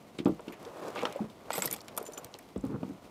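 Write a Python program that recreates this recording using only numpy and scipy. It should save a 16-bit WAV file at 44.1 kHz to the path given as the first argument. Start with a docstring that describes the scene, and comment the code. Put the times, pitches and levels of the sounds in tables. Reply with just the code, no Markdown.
"""Chain and trap float beside a kayak

A quiet pond, heard close and dry from a microphone worn on the body. A wooden trap float bumps and
scrapes along the plastic hull, which thumps softly as the float is pushed round. A steel chain slides
off the float in a rattle, then single links clink as it pays out. Water plops and churns alongside."""
import sys
import numpy as np
from scipy import signal
from scipy.fft import rfft, irfft
from scipy.io import wavfile

SR = 44100
rng = np.random.default_rng(int(sys.argv[2]) if len(sys.argv) > 2 else 0)


def bounce(signal):
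    """Save signal as a 16-bit WAV file at the path given by the first command-line argument."""
    frames = np.transpose(np.atleast_2d(signal))
    limited = np.clip(frames, -1, 1)
    pcm = np.round(limited * 32767).astype(np.int16)
    wavfile.write(sys.argv[1], SR, pcm)


N = 136710
CRACK_ATTACK_S = 0.00057
# response of the float's wooden frame (frequency [Hz], gain [dB])
WOOD_RESPONSE = [(100, -0.5), (250, 7.5), (450, 6), (800, 0.5), (1100, -0.5), (1400, 0.5), (1750, -11),
                 (2300, -4), (3300, 0.5), (6000, -3.5), (15000, -0.5)]


def amp(db):
    """Decibels to gain."""
    return 10 ** (np.asarray(db) / 20)


def unit(x):
    """Scale to an rms of 1."""
    return x / np.sqrt(np.mean(x ** 2) + 1e-20)


def add(out, start, x):
    """Mix x in at a start time in seconds."""
    i = int(start * SR)
    out[i:i + len(x)] += x[:len(out) - i]


def ring_time():
    """Time axis of one hit, a quarter of a second."""
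    return np.arange(SR // 4) / SR


def fade(t, t60):
    """Exponential decay, 60 dB down at t60."""
    return np.exp(-np.log(1000) * t / t60)


def band(x, hz, width):
    """A resonance; width is a share of its centre frequency."""
    g = np.tan(np.pi * min(hz, SR * 0.4) / SR)
    feedback = [1 + width * g + g * g, 2 * (g * g - 1), 1 - width * g + g * g]
    return signal.lfilter([width * g, 0, -width * g], feedback, x)


def shape(x, points):
    """Minimum-phase filter through (frequency [Hz], gain [dB]) points."""
    hz, db = np.array(points, float).T
    bins_hz = np.maximum(np.fft.rfftfreq(N, 1 / SR), 1)
    gain = amp(np.interp(np.log(bins_hz), np.log(hz), db))
    cepstrum = irfft(np.log(gain), N)
    cepstrum[1:N // 2] *= 2
    cepstrum[N // 2 + 1:] = 0
    return irfft(rfft(x) * np.exp(rfft(cepstrum)), N)


def colour(x, points):
    """Filter, then scale to an rms of 1."""
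    return unit(shape(x, points))


def curve(points):
    """Gain along (time [s], level [dB]) points, silent outside them."""
    times, db = np.array(points, float).T
    return amp(np.interp(np.arange(N) / SR, times, db, left=-np.inf, right=-np.inf))


def grains(per_s, spread_db):
    """Random tiny impacts of uneven size."""
    size = amp(spread_db * np.minimum(rng.exponential(size=N), np.pi))
    return (rng.random(N) < per_s / SR) * size * np.sign(rng.standard_normal(N))


def crackle(per_s, spread_db, t60, hz, width):
    """Random ticks of fast-fading noise through a resonance, at an rms of 1."""
    envelope = signal.fftconvolve(np.abs(grains(per_s, spread_db)), fade(ring_time(), t60))[:N]
    return unit(band(envelope * rng.standard_normal(N), hz, width))


def cracks(hits):
    """Short, heavily damped noise bursts, each through its own resonance."""
    out, t = np.zeros(N), ring_time()
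    for start, db, hz, t60, width in hits:
        envelope = fade(t, t60) * (1 - np.exp(-t / CRACK_ATTACK_S))
        burst = band(rng.standard_normal(len(t)) * envelope, hz, width)
        burst = unit(band(burst, hz, 2 * width))
        add(out, start, amp(db) * burst * np.sqrt(np.mean(envelope ** 2)))
    return out


def pond_air():
    """Quiet open air over the pond: low noise that wavers in level."""
    # spectrum of the air (frequency [Hz], gain [dB])
    spectrum = [(15, -94), (25, -6), (81, -7), (135, -4), (208, 0.5), (295, -2.5), (418, -8), (714, -7),
                (960, -15), (1040, -16.5), (1130, -16), (1600, -27), (2030, -17), (2960, -20.5),
                (15200, -35)]
    waver_db = 2 * unit(band(rng.standard_normal(N), hz=5.7, width=1.0))
    return amp(-56.5 + waver_db) * colour(rng.standard_normal(N), spectrum)


def sleeve_crinkle():
    """The folds of a waterproof sleeve crinkle faintly near the microphone."""
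    return amp(-77) * crackle(per_s=86, spread_db=7.5, t60=0.0059, hz=5800, width=3.3)


def float_scrape():
    """The wooden frame rubs along the hull; its wire mesh catches in small ticks as it slides."""
    # strength of the scrape (time [s], level [dB])
    levels = [(0, -60.5), (.44, -56), (.5, -49), (.6, -53.5), (.67, -45.5), (.73, -50), (.8, -43.5),
              (.88, -39.5), (.945, -48.5), (.97, -36.5), (1.01, -41.5), (1.08, -40), (1.14, -48.5),
              (1.23, -46.5), (1.32, -58.5), (1.48, -51.5), (1.8, -55), (1.93, -53.5), (2.0, -45.5),
              (2.12, -52.5), (2.2, -49), (2.3, -55), (2.5, -59.5), (3.1, -57)]
    # spectrum of wood rubbing on plastic (frequency [Hz], gain [dB])
    spectrum = [(59, -63), (100, -16), (172, -13.5), (383, -5), (607, -3.5), (814, -10), (904, -9.5),
                (1000, -8.5), (2050, -24.5), (7510, -36.5), (15000, -43)]
    rub = colour(grains(per_s=2500, spread_db=2.5), spectrum)
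    snags = crackle(per_s=63, spread_db=8.5, t60=0.0044, hz=7000, width=0.81)
    return curve(levels) * (rub + amp(-26.5) * snags)


def chain_clicks():
    """Links that are held or taut meet with a dry click."""
    # damped link contacts (time [s], level [dB], centre [Hz], t60 [s], width [share of centre])
    clicks = [(.184, -46.5, 7860, 0.018, 0.46), (.248, -42, 7960, 0.0091, 0.97),
              (.406, -48, 7300, .0087, 0.61), (.522, -48, 2130, 0.14, 0.45),
              (.628, -47.5, 8000, 0.011, 2.2), (.650, -44.5, 4020, 0.024, 0.55),
              (.881, -43, 6160, 0.019, 1.2), (.952, -45, 6800, 0.013, .7), (.993, -41, 4800, .01, 0.69),
              (1.010, -48, 10000, 0.0084, 1), (1.018, -37, 6000, 0.008, 0.5),
              (1.031, -37, 4800, 0.0099, 1.1), (1.053, -25.5, 2670, 0.024, 0.48),
              (1.061, -44, 7000, 0.0065, 0.62), (1.125, -40, 4970, 0.017, 2),
              (1.299, -48, 3400, 0.018, 0.51), (1.5045, -31.5, 6000, 0.0063, 2.5),
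              (1.518, -36, 3600, 0.026, 0.72), (1.5365, -32.5, 3770, 0.013, 1.2),
              (1.556, -36, 6000, 0.017, 1), (1.573, -31, 9500, 0.0089, .8),
              (1.5785, -35.5, 5500, 0.027, 2.6), (1.590, -35, 5000, 0.014, 1.5),
              (1.604, -38.5, 6950, 0.028, 0.41), (1.6207, -24, 3300, 0.01, 2.4),
              (1.6325, -35, 7100, .016, 1.4), (1.650, -33.5, 5800, 0.018, 1.2),
              (1.6565, -34, 5560, 0.035, 1), (1.674, -28, 4870, 0.012, .7), (1.704, -35, 9500, 0.0069, 1.3),
              (1.7112, -24, 8500, 0.014, 0.98), (1.7275, -42, 6000, 0.011, .9),
              (1.7395, -32, 4100, 0.0092, 1.9), (1.7455, -30, 8000, 0.0072, 1.2),
              (1.763, -40, 7000, 0.018, 1.2), (1.8055, -38.5, 4600, 0.015, 0.34),
              (1.814, -42, 5960, 0.013, 1.5), (1.882, -32.5, 5000, 0.0079, 2),
              (1.966, -34.5, 10900, .012, 1.3), (1.9755, -38, 7260, 0.031, 0.63),
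              (2.000, -42, 7000, 0.0076, 1.4), (2.027, -40, 9100, 0.011, 0.94),
              (2.054, -43, 8000, .01, 1.3), (2.063, -49.5, 3170, 0.064, 0.71),
              (2.080, -41, 8500, 0.0091, 0.83), (2.121, -46, 5000, 0.014, 1.4),
              (2.134, -44, 7000, 0.016, 1.3), (2.174, -36.5, 2900, 0.017, 0.23),
              (2.177, -41, 8500, 0.0059, 1.2), (2.186, -37, 9500, 0.0086, 1.6),
              (2.245, -32, 8600, 0.013, 4.7), (2.3405, -30.5, 3950, 0.0085, 0.48),
              (2.349, -51.5, 3060, 0.072, 0.87), (2.3875, -39.5, 9100, 0.014, 1.2),
              (2.389, -47, 2070, 0.025, 0.27), (2.578, -41, 7900, 0.0069, 0.29),
              (2.610, -48, 7360, .01, 0.36), (2.666, -49, 7000, 0.013, 0.68)]
    return cracks(clicks)


def float_knocks():
    """Each knock is a dull crack, and the frame rings in the modes near the knock's pitch."""
    # knocks on the float (time [s], level [dB], centre [Hz], t60 [s], ring relative to knock [dB])
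    knocks = [(0.186, -35.5, 2080, 0.087, -0.5), (0.2561, -34, 1960, .028, -15),
              (.262, -35.5, 840, 0.12, 8.5), (.394, -37.5, 720, 0.034, -12),
              (0.481, -40.5, 2060, 0.046, -17), (.959, -23, 1090, 0.01, -11), (0.98, -39, 1630, 0.16, -4),
              (1.024, -35.5, 794, 0.054, 2), (1.033, -27.5, 740, 0.024, -15),
              (1.053, -17, 900, 0.017, -13.5), (1.066, -32, 1010, 0.047, -10),
              (1.482, -39.5, 765, 0.026, -12.5), (1.5045, -12, 1090, 0.0075, -23),
              (1.579, -32.5, 600, 0.072, -6), (1.538, -37.5, 1100, 0.071, 0), (1.622, -33, 1250, 0.084, -4),
              (1.650, -35.5, 587, 0.046, -7), (1.739, -44, 850, 0.029, -6),
              (1.882, -41.5, 1800, 0.066, -12), (1.976, -29, 930, 0.044, -12),
              (2.176, -42, 724, 0.075, -24), (2.246, -52, 596, 0.069, -8), (2.346, -43, 655, 0.032, -12),
              (2.559, -32.5, 490, 0.032, -21), (2.639, -40.5, 644, 0.074, -14),
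              (2.735, -53.5, 660, 0.26, -14), (2.830, -34.5, 650, 0.029, -15)]
    # modes of the wooden frame (frequency [Hz], level [dB], t60 [s])
    frame_modes = [(488.6, 9, 0.17), (596, 3, 0.14), (689, -5.5, 0.1), (806, 1, 0.13), (921, -3.5, 0.11),
                   (1038, -15, 0.065), (1170, -3, 0.11), (1320, -15, 0.1), (1635, -1.5, 0.032)]
    crack_width, reach_octaves = 0.85, 0.78
    t = ring_time()
    out = shape(cracks([(*knock[:4], crack_width) for knock in knocks]), WOOD_RESPONSE)
    hz, mode_db, t60 = np.array(frame_modes).T[:, :, None]
    for start, db, centre_hz, _, ring_db in knocks:
        nearness = np.exp(-(np.log2(hz / centre_hz) / reach_octaves) ** 2)
        gain = amp(db + ring_db + mode_db) * nearness
        modes = gain * fade(t, t60) * np.sin(2 * np.pi * (hz * t + rng.random(hz.shape)))
        add(out, start, modes.sum(axis=0) * (1 - np.exp(-t / CRACK_ATTACK_S)) / 2)
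    return out


def hull_thumps():
    """A soft, springy push sets the hollow hull booming."""
    # modes of the plastic hull (frequency [Hz], level [dB], t60 [s])
    hull_modes = [(55, -18.5, 0.45), (89, -22, 0.066), (116, -31, 0.12), (135.3, -10, 0.17),
                  (157.4, -4.5, 0.18), (192.8, 0.5, 0.19), (210.8, -0.5, 0.12), (248.5, 3, 0.069),
                  (279.3, -0.5, 0.076), (312.5, -0.5, 0.13), (351.3, -1, 0.21), (423, 7.5, 0.075),
                  (484, -4, 0.22), (597, -6, 0.08), (870, -36, .14), (920, -36, .14), (1190, -26, .11)]
    # pushes on the hull (time [s], thump peak [dB], push frequency [Hz], push t60 [s])
    pushes = [(.188, -26.5, 360, 0.02), (0.201, -23, 294, 0.021), (0.2574, -12, 284, 0.032),
              (0.272, -16, 316.3, 0.074), (0.294, -20.5, 340, 0.011), (0.321, -27.5, 186, 0.013),
              (0.479, -29, 313, 0.023), (.495, -38, 280, 0.063), (1.033, -34, 237, 0.059),
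              (1.2041, -25.5, 219, 0.18), (1.216, -27.5, 331.5, 0.043), (1.243, -29, 244, 0.0069),
              (1.581, -36.5, 176, 0.082), (1.66, -39, 138, 0.071), (1.706, -45, 157, 0.013),
              (2.248, -47, 108, 0.057), (2.563, -27, 234, 0.02), (2.571, -34, 66, 0.14),
              (2.6389, -22.5, 275, 0.081), (2.666, -34, 129, 0.036), (2.693, -36, 273, 0.11),
              (2.713, -35, 236, 0.05), (2.735, -34, 160, 0.034), (2.75, -36.5, 200, 0.04),
              (2.765, -38, 298, 0.032), (2.819, -36, 257, .03), (2.830, -25.5, 258, 0.025),
              (2.878, -37, 282, 0.04), (2.896, -31, 280, 0.082), (2.915, -40, 177, 0.032)]
    out, t = np.zeros(N), ring_time()
    hull = sum(amp(db) * fade(t, t60) * np.cos(2 * np.pi * hz * t) for hz, db, t60 in hull_modes)
    for start, db, hz, t60 in pushes:
        push = fade(t, t60) * (np.sin(2 * np.pi * hz * t) + 0.18 * rng.standard_normal(len(t)))
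        boom = signal.fftconvolve(push, hull)[:len(t)]
        add(out, start, amp(db) * boom / np.abs(boom).max())
    return out


def chain_clinks():
    """Steel pieces meet with a gritty contact and ring until their neighbours damp them."""
    # modes of the chain's ring, link and swivel, by piece (frequency [Hz], level [dB], t60 [s])
    steel_modes = { "ring": [(2185, -9, 0.08), (2500, -10, .05), (3430, -8.5, 0.029), (4890, -17.5, 0.15),
                   (7730, 6, 0.032), (8120, -10.5, 0.15), (8530, -17, .06), (12200, -4, 0.045),
                   (11950, -13, 0.07), (13340, -3.5, 0.028), (13500, -12, .05)], "link": [(6040, -3, 0.051),
                   (6840, -5, 0.033), (7120, 3.5, .05), (7930, -20, 0.05), (9320, 0, 0.039),
                   (10000, -10, 0.062), (12000, -8, 0.062), (12600, -10, 0.038)],
                   "swivel": [(3410, -18.5, 0.059), (4380, -28, 0.051), (8770, 6.5, 0.017),
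                   (9000, 10, 0.052), (11280, 5.5, 0.03), (11980, 4.5, 0.061), (12530, -4, 0.044),
                   (13300, -10, .04), (13400, -9, 0.044), (14300, -10, 0.031)], }
    # ringing contacts (time [s], piece [name], level [dB], ring time [factor], tilt [dB/octave])
    clinks = [(0.282, "ring", -35, 0.29, 15), (.522, "link", -43, 1, 16), (.773, "ring", -43.5, 0.68, -4),
              (.953, "swivel", -49, .5, -8), (1.161, "ring", -42, 0.69, -2),
              (1.530, "ring", -22, 1.23, -2.5), (1.5365, "ring", -42, .8, -10),
              (1.550, "swivel", -28, 0.6, 4), (1.556, "ring", -30.5, 3.9, 14), (1.566, "ring", -30, 1.2, 1),
              (1.58, "swivel", -16.5, 0.36, 23), (1.589, "swivel", -33, 1.9, 16),
              (1.6207, "ring", -13.5, 0.9, -0.5), (1.632, "swivel", -24, 0.53, 12),
              (1.641, "ring", -29, 1.3, 0), (1.655, "swivel", -21, 0.29, 14),
              (1.6562, "swivel", -13, 0.67, 31), (1.7123, "link", -15, 0.1, -8),
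              (1.7266, "link", -14, 0.51, 30), (1.738, "swivel", -14, 0.23, -16.5),
              (1.9754, "swivel", -10.5, 0.41, -9.5), (1.98, "link", -16.5, 0.24, 14),
              (2.027, "swivel", -34, 0.6, 2), (2.052, "link", -39, 1.2, 7), (2.064, "link", -33, 1.36, -5),
              (2.078, "link", -33, 0.32, -9), (2.121, "swivel", -41, 0.55, 6),
              (2.134, "link", -34, 1.3, -14), (2.177, "link", -26, 0.78, -1),
              (2.248, "link", -42, 0.26, -27)]
    attack_s, detune_share, scatter_db = 0.00053, 0.0052, 4
    out, t = np.zeros(N), ring_time()
    for start, piece, db, ring_factor, tilt in clinks:
        hz, mode_db, t60 = np.array(steel_modes[piece]).T[:, :, None]
        detune, scatter, phase = rng.standard_normal((3, len(hz), 1))
        gain = amp(mode_db + tilt * np.log2(hz / hz.mean()) + scatter_db * scatter)
        detuned_hz = hz * (1 + detune_share * detune)
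        modes = gain * fade(t, t60 * ring_factor) * np.sin(2 * np.pi * (detuned_hz * t + phase))
        grit = unit(band(rng.standard_normal(len(t)), hz=8600, width=1.4))
        contact = amp(-16) * grit * fade(t, 0.032 * ring_factor)
        clink = modes.sum(axis=0) / np.linalg.norm(gain) + contact
        add(out, start, amp(db) * clink * (1 - np.exp(-t / attack_s)) / 2)
    return out


def water_plops():
    """Air pockets in the water ring with rising pitch."""
    # air pockets (time [s], starting pitch [Hz], peak [dB], t60 [s])
    pockets = [(.663, 450, -39.5, 0.067), (1.034, 478, -24.5, 0.03), (1.158, 532, -29.5, 0.044),
               (1.160, 690, -35, 0.0096), (1.192, 774, -34, 0.026), (2.012, 425, -33.5, 0.03),
               (2.088, 435, -34.5, 0.025), (2.088, 560, -41.5, 0.061)]
    rise_per_s, attack_s = 5.2, 0.0027
    out, t = np.zeros(N), ring_time()
    for start, hz, db, t60 in pockets:
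        chirp = np.sin(2 * np.pi * hz * t * (1 + rise_per_s * t / 2))
        plop = chirp * fade(t, t60) * (1 - np.exp(-t / attack_s))
        add(out, start, amp(db) * plop / np.abs(plop).max())
    return out


def chain_drag():
    """Links drag over the float in a brief rasp of tiny impacts."""
    # strength of the drag (time [s], level [dB])
    levels = [(.94, -61), (.965, -46.5), (1.0, -41), (1.025, -50.5), (1.06, -60), (1.1, -54.5), (1.18, -61)]
    # spectrum of steel dragging on wood (frequency [Hz], gain [dB])
    spectrum = [(400, -16), (1200, 2), (1750, 3), (2300, 12), (3500, 3), (6000, -18), (10000, -33),
                (15000, -40)]
    return curve(levels) * colour(grains(per_s=1800, spread_db=5), spectrum)


def chain_rattle():
    """Links tumble off the float; each collision rings in its own modes and taps the wood below."""
    # strength of the rattle (time [s], level [dB])
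    levels = [(1.5, -54), (1.52, -53), (1.55, -46), (1.59, -41), (1.61, -55.5), (1.64, -43.5),
              (1.665, -44.5), (1.69, -53.5), (1.74, -47), (1.78, -55.5), (1.82, -63)]
    # spectrum of the tumbling steel (frequency [Hz], gain [dB])
    spectrum = [(500, -19), (1800, 16), (2300, 8), (3200, -4), (5000, -1), (6200, -7), (8000, 1.5),
                (10500, -8), (13000, -1), (15000, -1)]
    collisions, mode_count, spread_db = 80, 14, 5.5
    low_hz, high_hz = 1886, 15100
    steel, taps, t = np.zeros(N), np.zeros(N), np.arange(SR // 16) / SR
    first, last = levels[0][0], levels[-1][0]
    for k in range(collisions):
        place, phase, weight = rng.random((3, mode_count, 1))
        hz = low_hz + (high_hz - low_hz) * place
        modes = weight * np.sin(2 * np.pi * (hz * t + phase))
        force = amp(spread_db * rng.standard_normal())
        start = first + (last - first) * (k + rng.random()) / collisions
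        add(steel, start, force * modes.sum(axis=0) * fade(t, t60=0.032))
        add(taps, start, force * rng.standard_normal(len(t)) * fade(t, t60=0.038))
    wood = colour(band(taps, hz=556, width=3.3), WOOD_RESPONSE)
    span_gain = np.sqrt((last - first) * SR / N)  # refers the rms to the rattle's own length
    return curve(levels) * span_gain * (colour(steel, spectrum) + amp(2.5) * wood)


def water_churn():
    """Water churns between float and hull in a low, grainy slosh."""
    # strength of the churning (time [s], level [dB])
    levels = [(2.55, -72), (2.58, -44), (2.62, -57), (2.65, -39.5), (2.7, -39.5), (2.76, -36.5), (2.8, -49),
              (2.845, -40.5), (2.87, -49.5), (2.91, -49.5), (2.95, -52.5), (3.05, -91)]
    # spectrum of water against the hull (frequency [Hz], gain [dB])
    spectrum = [(24, -51), (40, -25), (118, 1), (275, 0.5), (374, -4), (436, 0.5), (720, -29.5), (763, -16),
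                (999, -18), (1400, -20.5), (1850, -34.5), (4000, -66), (5200, -77), (8800, -120)]
    return curve(levels) * colour(grains(per_s=500, spread_db=2.5), spectrum)


def scene():
    """Chain, float and hull are close to the microphone, almost the same in both channels."""
    chain = chain_drag() + chain_rattle() + chain_clicks() + chain_clinks()
    mid = chain + float_scrape() + float_knocks() + hull_thumps()
    mid += water_plops() + water_churn() + pond_air() + sleeve_crinkle()
    # a faint difference between the channels, a quarter cycle out of phase and mostly on the chain
    side = np.imag(signal.hilbert(amp(-87.5) * mid + amp(-72.5) * chain))
    return np.array([mid + side, mid - side])


def record(dry):
    """The microphone of a body-worn camera adds faint hiss and cuts the deep bass and the top."""
    low_cut_hz, top_hz = 49.3, 15400
    hiss = amp(-78) * rng.standard_normal(dry.shape)
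    low_cut = signal.butter(4, low_cut_hz, "high", fs=SR, output="sos")
    top_cut = signal.ellip(8, 0.2, 70, top_hz, fs=SR, output="sos")
    return signal.sosfilt(top_cut, signal.sosfilt(low_cut, dry + hiss))


dry = scene()
out = record(dry)
bounce(out)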